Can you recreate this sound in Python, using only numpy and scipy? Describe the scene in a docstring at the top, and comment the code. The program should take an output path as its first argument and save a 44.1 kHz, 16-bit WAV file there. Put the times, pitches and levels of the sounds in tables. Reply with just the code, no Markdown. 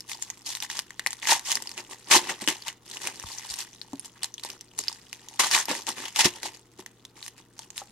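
"""At a desk in a small room, two hands tear open foil packs of trading cards in front of a stereo microphone.
Each squeeze or rip is a swarm of tiny creases buckling, mixed with the hiss of foil sliding on itself.
Larger creases snap one by one and ring briefly; the bunched wrappers tick as they relax.
The pack flexes in low jerks, more strongly while the stiff cards are worked out, and dull knocks are heard.
Near echoes and a short tail make the room, over steady noise and a faint electric hum."""
import sys
import numpy as np
from scipy import signal
from scipy.fft import rfft, irfft
from scipy.io import wavfile
from scipy.ndimage import uniform_filter1d, minimum_filter1d

SR = 44100
rng = np.random.default_rng(int(sys.argv[2]) if len(sys.argv) > 2 else 0)


def store_pcm(level_fs):
    """Save levels as 16-bit WAV."""
    pcm = np.round(np.clip(level_fs, -1, 1) * 32767).astype(np.int16)
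    wavfile.write(sys.argv[1], SR, np.atleast_2d(pcm).T)


N = 348831


def amp(db):
    """Decibels to gain."""
    return 10 ** (np.asarray(db) / 20)


def unit(x):
    """Scales to an energy of one."""
    return x / np.sqrt(np.sum(x ** 2, -1, keepdims=True) + 1e-20)


def read(points, hz):
    """Reads a table on a log-frequency axis."""
    f, value = np.transpose(points)
    return np.interp(np.log(hz + 1), np.log(f + 1), value)


def add(mix, s, sound):
    """Mixes a sound in at a time."""
    part = mix[:, max(round(s * SR), 0):][:, :sound.shape[-1]]
    part += sound[..., :part.shape[-1]]


def bins(size=4096):
    """Frequencies on which filters are drawn."""
    return abs(np.fft.fftfreq(size, 1 / SR))


def causal(db):
    """Shortest impulse response with this gain."""
    return np.fft.ifft(np.exp(np.conj(signal.hilbert(np.log(amp(db)))))).real[:len(db) // 2]


def through(x, response):
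    """Convolves both channels."""
    return signal.oaconvolve(x, np.atleast_2d(response), axes=1)[:, :N]


# the foil yields while the force is held
SAG_DB_PER_S = 25


def stroke(t, start, length, db, attack_s, release_db_per_s):
    """Power of one pull on the foil: it builds up before start, sags while held, and dies away."""
    age = t - start
    attack = np.clip(1 + age / attack_s, 0, 1) ** 4
    sag_db = SAG_DB_PER_S * np.clip(age, 0, length)
    release_db = release_db_per_s * np.maximum(age - length, 0)
    return attack * amp(db - sag_db - release_db) ** 2


# a seam gives way: (full_force_s, attack_s, length_s, level_db)
RIPS = [(1.297, .025, .033, -21.5), (2.116, .022, 0.055, -16.8), (2.48, .01, .012, -28),
        (5.396, .006, .01, -17), (5.536, .02, 0.01496, -20), (6.192, 0.011, .02, -18.5),
        (6.249, .014, 0.0068, -17)]
RIP_RELEASE_DB_PER_S, RIP_BRIGHT_DB = 678.5, -0.5
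# the fingers crumple or pull the foil: (full_force_s, length_s, level_db, brightness_db)
# brightness is the power of the high crackle compared with the low crackle
SQUEEZES = [(.099, 0.034, -41, 5), (.221, .004, -43, 12), (0.47, .04, -35.5, 7), (.54, .03, -44, 5),
            (.622, 0.024, -41, 3), (.709, 0.0091, -36.5, 1.5), (.752, .038, -41, 0),
            (1.228, 0.041, -38, -0.5), (1.278, 0.078, -29, 0.5), (1.463, .1, -35.5, 5),
            (1.51, .018, -32, 2.5), (1.785, .01, -38.5, -3), (1.91, .02, -43, 1.5), (2.08, .015, -44, -4),
            (2.19, .09, -39, -5), (2.298, .014, -29, -5), (2.421, 0.0099, -37.5, -3),
            (2.496, .028, -35, -3), (2.671, 0.017, -37.5, -5), (2.945, 0.024, -45, 2), (3.02, .03, -43, 1),
            (3.054, 0.029, -37, -2.5), (3.269, 0.12, -44, 4), (3.494, .022, -39, 9),
            (3.587, 0.034, -38.5, 2), (4.052, 0.0035, -45, 5), (4.163, 0.011, -52, -9),
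            (4.232, 0.011, -45, -5), (4.44, 0.11, -47, -1), (4.792, .01, -38, 14), (4.84, 0.094, -52, -4),
            (5.42, .02, -26, -2), (5.455, .022, -28.5, 0), (5.517, 0.087, -25.5, -1.5),
            (5.692, 0.029, -30, -7), (5.745, .045, -38, 1.5), (5.884, .014, -33, -0.5),
            (5.975, 0.11, -39, -4), (6.166, 0.086, -30, 0), (6.362, .012, -44, -6), (6.437, .035, -37.5, 0),
            (6.543, .012, -50.5, 2), (6.793, 0.0057, -49.5, -1), (7.167, .04, -52, 0),
            (7.236, 0.038, -48, 7), (7.377, 0.028, -56, -1), (7.586, 0.044, -50, 3),
            (7.768, .045, -44.5, 6)]
SQUEEZE_ATTACK_S, SQUEEZE_RELEASE_DB_PER_S = .028, 480
# faint rustle of the wrappers bunched in the hand: (time_s, level_db)
RUSTLE = [(0, -62), (.25, -53), (.55, -67), (.95, -63), (1.6, -50), (2, -58), (2.65, -50), (2.78, -74),
          (2.9, -50), (3.55, -47), (3.72, -59), (4.7, -66), (4.85, -51), (5.1, -59), (5.38, -53),
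          (6.35, -53), (6.7, -71), (7.5, -69), (7.9, -61.5)]
RUSTLE_BRIGHT_DB = 1.5
# every snap makes the creases around it crackle on for a moment; the level is relative to the snap
FLURRY_DB, FLURRY_ATTACK_S, FLURRY_RELEASE_DB_PER_S = -21, .002, 477
FLURRY_NEUTRAL_HZ, FLURRY_BRIGHT_DB_PER_OCTAVE = 3000, 15
# the stiff cards are worked out of the opened pack: (start_s, end_s)
UNPACKING = [(1.56, 2.54), (2.8, 3.22), (4.44, 4.81), (5.68, 6.06), (6.24, 7.22)]
# flexing relative to the crackle: with the foil alone, and the part added by the cards
FLEX_FOIL_DB, FLEX_CARDS_DB = -28, -10
# above the knee the cards' part grows more slowly than the crackle; a larger lag slows it more
FLEX_KNEE_DB, FLEX_LAG = -33, .55


def effort():
    """Power over time of low crackle, high crackle and flexing, gathered from everything the hands do."""
    t = np.arange(0, N, 32) / SR  # a coarse clock is enough for hand movements
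    parts = [(amp(np.interp(t, *np.transpose(RUSTLE))) ** 2, RUSTLE_BRIGHT_DB)]
    for s, attack, length, db in RIPS:
        power = stroke(t, s, length, db, attack, RIP_RELEASE_DB_PER_S)
        parts.append((power, RIP_BRIGHT_DB))
    for s, length, db, bright_db in SQUEEZES:
        power = stroke(t, s, length, db, SQUEEZE_ATTACK_S, SQUEEZE_RELEASE_DB_PER_S)
        parts.append((power, bright_db))
    for s, db, hz, ring in SNAPS:
        power = stroke(t, s, 0, db + FLURRY_DB, FLURRY_ATTACK_S, FLURRY_RELEASE_DB_PER_S)
        parts.append((power, FLURRY_BRIGHT_DB_PER_OCTAVE * np.log2(hz / FLURRY_NEUTRAL_HZ)))
    low = sum(power / (1 + amp(bright_db) ** 2) for power, bright_db in parts)
    high = sum(power / (1 + amp(-bright_db) ** 2) for power, bright_db in parts)
    unpacking = sum((t > start) & (t < end) for start, end in UNPACKING)
    slowed = (1 + (low + high) / amp(FLEX_KNEE_DB) ** 2) ** FLEX_LAG
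    cards = unpacking * amp(FLEX_CARDS_DB) ** 2 / slowed
    flex = (low + high) * (amp(FLEX_FOIL_DB) ** 2 + cards)
    return np.array([np.interp(np.arange(N) / SR, t, power) for power in (low, high, flex)])


def buckles(power, idle_per_s=200, busy_per_s=3200, growth=.55, size_db=5.0, even_s=.014):
    """Clicks of very unequal size that come faster with force and share out the power."""
    rate = idle_per_s + busy_per_s * (np.sqrt(power) * 10) ** growth
    sizes = amp(size_db * np.minimum(rng.exponential(1, N), 4))
    clicks = (rng.random(N) < rate / SR) * sizes
    span = max(int(even_s * SR), 8)
    # even out the loudness, so that crowded clicks are each weaker
    return clicks / np.sqrt(abs(uniform_filter1d(clicks ** 2, span)) + 1 / span)


# colour of crackling foil: (pitch_hz, level_db)
FOIL = [(60, -22), (250, -14), (560, -13), (820, -1.5), (1400, 0), (2000, 2.5), (3000, 1.5), (4300, 1),
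        (6500, 2.5), (9000, -3.5), (12500, -10), (16000, -30.5)]


def creases(hz, ring, cycles, tick_s, crack=0, size=256):
    """Buckling creases: a sharp crack, a rough tick and a few cycles of the facet's own tone."""
    # the result has the shape (events, centre and side, samples)
    t = np.arange(size) / SR
    hz, ring = hz[:, None, None], np.clip(ring, 0, 1)[:, None, None]
    tick = unit(rng.standard_normal((len(hz), 2, size)) * np.exp(-t / tick_s))
    tick = np.roll(tick + crack * np.sign(tick) * (t == 0), 8, -1)  # 8 samples later
    colour = rfft(causal(read(FOIL, bins(size=512))), 2 * size)
    tick = unit(irfft(rfft(tick, 2 * size) * colour)[..., :size])
    age = t / (cycles / hz + tick_s / 2)
    wave = np.sin(2 * np.pi * (hz * t + rng.random((len(hz), 2, 1))))
    tone = unit(age * np.exp(-age) * wave)
    return unit(np.sqrt(1 - ring) * tick + np.sqrt(ring) * tone)


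def facet_pitch(at, own, patch_s=.009, scatter=.6):
    """Creases that buckle close in time lie on one patch of foil, so their pitches (0-1) are alike."""
    patch = (at / SR / max(patch_s, .002)).astype(int)  # the patch under the fingers keeps changing
    return (rng.random(N)[patch] + scatter * own) % 1


# share of sliding at rest and at full force (0-1), the level halfway between, and the averaging time
SLIDE_REST, SLIDE_FULL, SLIDE_HALF_DB, SLIDE_S = .12, 0.42, -46, 0.064


def sliding_share(power):
    """Under a light touch foil mostly buckles; under sustained force it slides on itself more."""
    held = abs(uniform_filter1d(power, max(int(SLIDE_S * SR), 1)))
    force = held / (held + amp(SLIDE_HALF_DB) ** 2)
    return np.clip(SLIDE_REST + (SLIDE_FULL - SLIDE_REST) * force, 0, 1)


def crackle(low, high, rest_db=-74, split_hz=3500, ring=0.52, lowest_hz=800, highest_hz=9500,
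            hiss_hz=9500, jerk_db=2.5, jerk_s=.007):
    """Every click flips a facet of another size, over the hiss of sliding foil, never quite still."""
    clicks, buckling = buckles(low + high), np.zeros((2, N))
    at = np.flatnonzero(clicks)
    pitch, share = rng.random((len(at), 2)).T
    facet_hz = lowest_hz * (highest_hz / lowest_hz) ** facet_pitch(at, pitch)
    grains = creases(facet_hz, 2 * ring * share, cycles=0.71, tick_s=0.00038)
    for i, grain in zip(at, grains):
        add(buckling, i / SR, clicks[i] * grain)
    softer = -10 * np.log10(1 + (bins() / hiss_hz) ** 4)  # sliding has less treble than buckling
    hiss = through(rng.standard_normal((2, N)), unit(causal(read(FOIL, bins()) + softer)))
    sliding = sliding_share(low + high)
    # the foil sticks and gives
    jerks = np.interp(np.arange(N) / SR / jerk_s, np.arange(N), rng.standard_normal(N))
    foil = (np.sqrt(1 - sliding) * buckling + np.sqrt(sliding) * hiss) * amp(jerk_db * jerks)
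    dull = signal.sosfiltfilt(signal.butter(3, split_hz, fs=SR, output="sos"), foil)
    layers = ((dull, low), (foil - dull, high))
    rest = amp(rest_db) ** 2 / 2
    return sum(part / part[0].std() * np.sqrt(power + rest) for part, power in layers)


# single large creases snapping through: (time_s, level_db, foil_facet_pitch_hz, ringing_share 0-1)
SNAPS = [(.006, -36, 5200, 0.63), (0.1163, -30, 2210, .6), (0.147, -39, 4800, 0.8),
         (0.2245, -26.5, 7080, 0.74), (.3017, -29, 6600, 0.7), (.551, -29, 4080, 0.3),
         (.603, -31.5, 5660, 0.56), (.6249, -28.5, 3630, 0.3), (.6476, -35.5, 1850, .7),
         (.7, -28.5, 1810, 0.56), (0.7701, -31, 5230, .4), (0.7912, -23, 5040, 0.42),
         (0.906, -35, 1850, 0.82), (.995, -25, 1840, 0.58), (1.063, -17, 1990, 0.87),
         (1.071, -24, 4380, 0.4), (1.1069, -32, 7410, .7), (1.1307, -30, 8470, .2),
         (1.2289, -30.5, 2145, 1), (1.2543, -27.5, 2070, 0.97), (1.272, -20.5, 1860, 0.44),
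         (1.3947, -33, 6600, 0.25), (1.5174, -19.5, 6740, 0.3), (1.5545, -20.5, 4855, 0.5),
         (1.571, -27, 1900, 0.7), (1.623, -32, 7550, .1), (1.673, -31, 4900, 0.86),
         (1.6932, -37, 4470, 0.6), (1.7154, -36, 5220, 0.56), (1.778, -31, 2580, 0.7),
         (2.476, -18, 3070, .5), (2.486, -18, 2910, 0.51), (2.682, -28, 3860, 0.56),
         (2.9703, -32, 2845, 0.72), (3.0722, -23.5, 2580, 0.53), (3.1981, -34.5, 5850, 0.66),
         (3.2388, -36, 1182, 0.94), (3.54, -30, 5445, 0.5), (3.8151, -33, 4182, 0.93),
         (3.9322, -37.5, 950, 0.7), (3.9956, -33, 9480, 0.97), (4.2332, -24.5, 8090, 0.6),
         (4.2437, -25, 4080, 0.36), (4.341, -34.5, 6170, 0.8), (4.3807, -36, 3353, 0.92),
         (4.3965, -40.5, 4030, 0.6), (4.4361, -31, 4100, 0.47), (4.449, -32.5, 932, 0.3),
         (4.5019, -33, 5213, .3), (4.61, -38, 6055, 0.57), (4.7895, -22.5, 7110, .75),
         (4.8382, -35.5, 4965, 0.61), (4.8822, -20, 4808, 0.98), (4.928, -36.5, 5210, 0.51),
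         (5.1293, -31, 2816, 0.21), (5.286, -37.5, 6915, 0.31), (5.513, -22, 5500, 0.19),
         (5.6553, -32, 11600, .3), (5.684, -28.5, 850.6, 0.65), (5.714, -25.5, 5000, .25),
         (5.7512, -30.5, 1950, 0.6), (5.8682, -29.5, 3170, 0.17), (5.8898, -26.5, 6273, 0.3),
         (6.0548, -32, 3186, 0.63), (6.1608, -23, 4205, 0.21), (6.4313, -29.5, 4190, 0.51),
         (6.862, -35.5, 1940, 0.46), (7.0514, -39, 3510, 0.47), (7.2271, -36.5, 4136, 0.87),
         (7.2798, -36, 1881, 0.32), (7.5922, -36, 5585, 0.11), (7.7041, -38.5, 6706, 0.51),
         (7.779, -29.5, 3977, 0.44)]


def snaps(sheet_ratio=.56, sheet_db=-15):
    """Large creases flip one at a time and set the wider sheet ringing lower."""
    out, (s, level_db, hz, ring) = np.zeros((2, N)), np.transpose(SNAPS)
    facets = creases(hz, ring, cycles=0.52, tick_s=0.00048, crack=0.39)
    sheets = creases(hz * sheet_ratio, np.ones(len(hz)), cycles=0.54, tick_s=0.00048)
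    gains = amp(level_db) * np.sqrt(.003 * SR)  # each snap's energy equals 3 ms at its level
    for start, gain, grain in zip(s, gains, unit(facets + amp(sheet_db) * sheets)):
        add(out, start, gain * grain)
    return out


def settling(power, per_s=34, db=-46.5, size_db=4.5, lowest_hz=2000, highest_hz=9000,
             pressed_db=23, half_db=-58):
    """The bunch of empty wrappers in the hand keeps relaxing with separate ticks, louder when pressed."""
    out = np.zeros((2, N))
    gap, size, pitch, ring = rng.random((400, 4)).T  # more ticks than fit in the time
    facet_hz = lowest_hz * (highest_hz / lowest_hz) ** pitch
    grains = creases(facet_hz, ring, cycles=0.43, tick_s=0.00045)
    times = np.cumsum(-np.log(gap)) / per_s
    gains = amp(db - size_db * np.log(size + .04))
    for s, gain, grain in zip(times, gains, grains):
        add(out, s, gain * grain)
    return out * amp(pressed_db * power / (power + amp(half_db) ** 2))


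# colour of the flexing pack: (pitch_hz, level_db)
FLEX = [(25, -27), (80, -9.5), (200, -5.5), (370, 0.5), (520, -4.5), (900, -15), (3000, -41)]


def flexing(power):
    """The pack as a whole gives way in low, dull jerks."""
    jerks = buckles(power) * rng.choice([-1, 1], (2, N)) * np.sqrt(power)
    return through(jerks, unit(causal(read(FLEX, bins()))))


# dull knocks of fingers and cards on pack and desk: (time_s, level_db, pitch_hz)
KNOCKS = [(2.162, -19, 350.3), (2.42, -35, 214), (2.476, -25, 307), (3.24, -33, 80.2), (3.504, -46, 70),
          (3.932, -26, 275), (5.402, -17.5, 950), (5.701, -28.5, 294.2), (5.713, -24, 496),
          (6.251, -29, 105), (6.252, -23, 175), (6.254, -16.5, 351.5), (6.79, -35, 373),
          (7.817, -35, 800.5)]
# time to fade by 60 dB at this pitch; higher knocks die sooner
KNOCK_T60_S, KNOCK_HZ, KNOCK_DAMPING = .072, 296, .35


def knocks(rough=0.45, soft_cycles=0.25, lowest_hz=45):
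    """Heavily damped thuds, part tone and part rattle, cushioned by the fingers."""
    out, t = np.zeros((2, N)), np.arange(SR // 4) / SR
    for s, db, hz in KNOCKS:
        t60 = KNOCK_T60_S * (KNOCK_HZ / hz) ** KNOCK_DAMPING
        band = signal.butter(2, [hz * 0.47, hz * 1.65], "band", fs=SR, output="sos")
        rattle = signal.sosfilt(band, rng.standard_normal((2, len(t))))
        tone = np.outer([1, 0], np.sin(2 * np.pi * hz * t))  # centre only
        fade = amp(db - 60 * t / t60) * (1 - np.exp(-t * hz / soft_cycles))
        add(out, s, fade * (tone + rough * rattle / rattle.std()))
    return signal.sosfilt(signal.butter(2, lowest_hz, "high", fs=SR, output="sos"), out)


# echoes from desk, box and screen: (delay_s, level_db)
ECHOES = [(.0019, -11), (.0034, -13.5), (.0052, -18.5), (.0078, -19.5), (0.0087, -51), (0.014, -34)]
# how long the room rings at each pitch: (pitch_hz, time_to_fade_60_db_s)
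ROOM = [(150, 0.18), (1000, 0.36), (4000, 0.24), (9000, 0.14), (16000, 0.3186)]


def room(x, tail_db=-18.0, build_s=0.0057):
    """A few near echoes, and a short tail of noise in which each pitch fades at its own rate."""
    hz, t, z = signal.stft(rng.standard_normal((2, SR // 2)), SR, nperseg=256)
    tail = signal.istft(z * amp(-60 * t / read(ROOM, hz)[:, None]), SR, nperseg=256)[1]
    build = 1 - np.exp(-(np.arange(tail.shape[1]) / SR / build_s) ** 2)
    response = amp(tail_db) * unit(tail * build)
    for delay, db in ECHOES:
        burst = rng.standard_normal((2, 24)) * np.exp(-np.arange(24) / 6)  # blurs the echo
        add(response, delay, amp(db) * unit(burst))
    return x + through(x, response)


# colour of the steady room noise: (pitch_hz, level_db)
AIR = [(20, -6), (60, 0), (120, -1.5), (200, 3.5), (360, 3.5), (560, -9.5), (950, -9), (1400, -12),
       (1900, -20), (3500, -20.5), (8000, -33), (16000, -30.5)]
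AIR_DB = -61.5
# faint electric hum: (pitch_hz, level_db)
HUM = [(118.4, -66.5), (473.7, -75)]


def air():
    """Steady room noise is coloured random noise; the faint electric hum is a set of pure tones."""
    noise = amp(AIR_DB) * through(rng.standard_normal((2, N)), unit(causal(read(AIR, bins()))))
    t = np.arange(N) / SR
    tones = [amp(db) * np.sqrt(2) * np.sin(2 * np.pi * (hz * t + rng.random())) for hz, db in HUM]
    return noise + sum(tones)


# resonances and notches between hands, desk and microphone: (pitch_hz, width_hz, level_db)
NOOK = [(365, 33, 3), (950, 310, 4), (1376, 343, -7.5), (1898, 176, 1), (2360, 168, -5), (2660, 600, 0.5)]
# colour of the sound that differs between the two microphone ports: (pitch_hz, level_db)
SPREAD = [(40, -3), (120, -22), (330, -17), (1000, -9.5), (2200, -8), (4000, -5.5), (8000, -0.5),
          (16000, 0.5)]


def scene(side_db=1.33, left_db=0.7, low_hz=110):
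    """All sources as centre and side, the foil coloured by the desk, then spread to left and right."""
    low, high, flex = effort()
    nook = causal(sum(db / (1 + (2 * (bins() - hz) / width) ** 2) for hz, width, db in NOOK))
    foil = through(crackle(low, high) + snaps() + settling(low + high) + flexing(flex), nook)
    # a thin sheet radiates little bass
    foil = signal.sosfilt(signal.butter(1, low_hz, "high", fs=SR, output="sos"), foil)
    centre, side = room(foil + knocks()) + air()
    side = through(side[None], causal(read(SPREAD, bins()) + side_db))[0]
    left = np.append(0, (centre + side)[:-1])  # the sound reaches the left port one sample later
    return np.array([left * amp(left_db / 2), (centre - side) * amp(-left_db / 2)])


# treble above this is cut
EDGE_HZ = 16550


def record(dry, ceiling=0.8):
    """A fast limiter holds down the loudest peaks; then a filter cuts the highest treble."""
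    gain = ceiling / np.maximum(abs(dry).max(0), ceiling)
    gain = uniform_filter1d(minimum_filter1d(gain, size=89), size=89)
    lowpass = signal.firwin(511, EDGE_HZ, window=("kaiser", 9), fs=SR)
    return signal.oaconvolve(dry * gain, lowpass[None], "same")


dry = scene()
out = record(dry)
store_pcm(out)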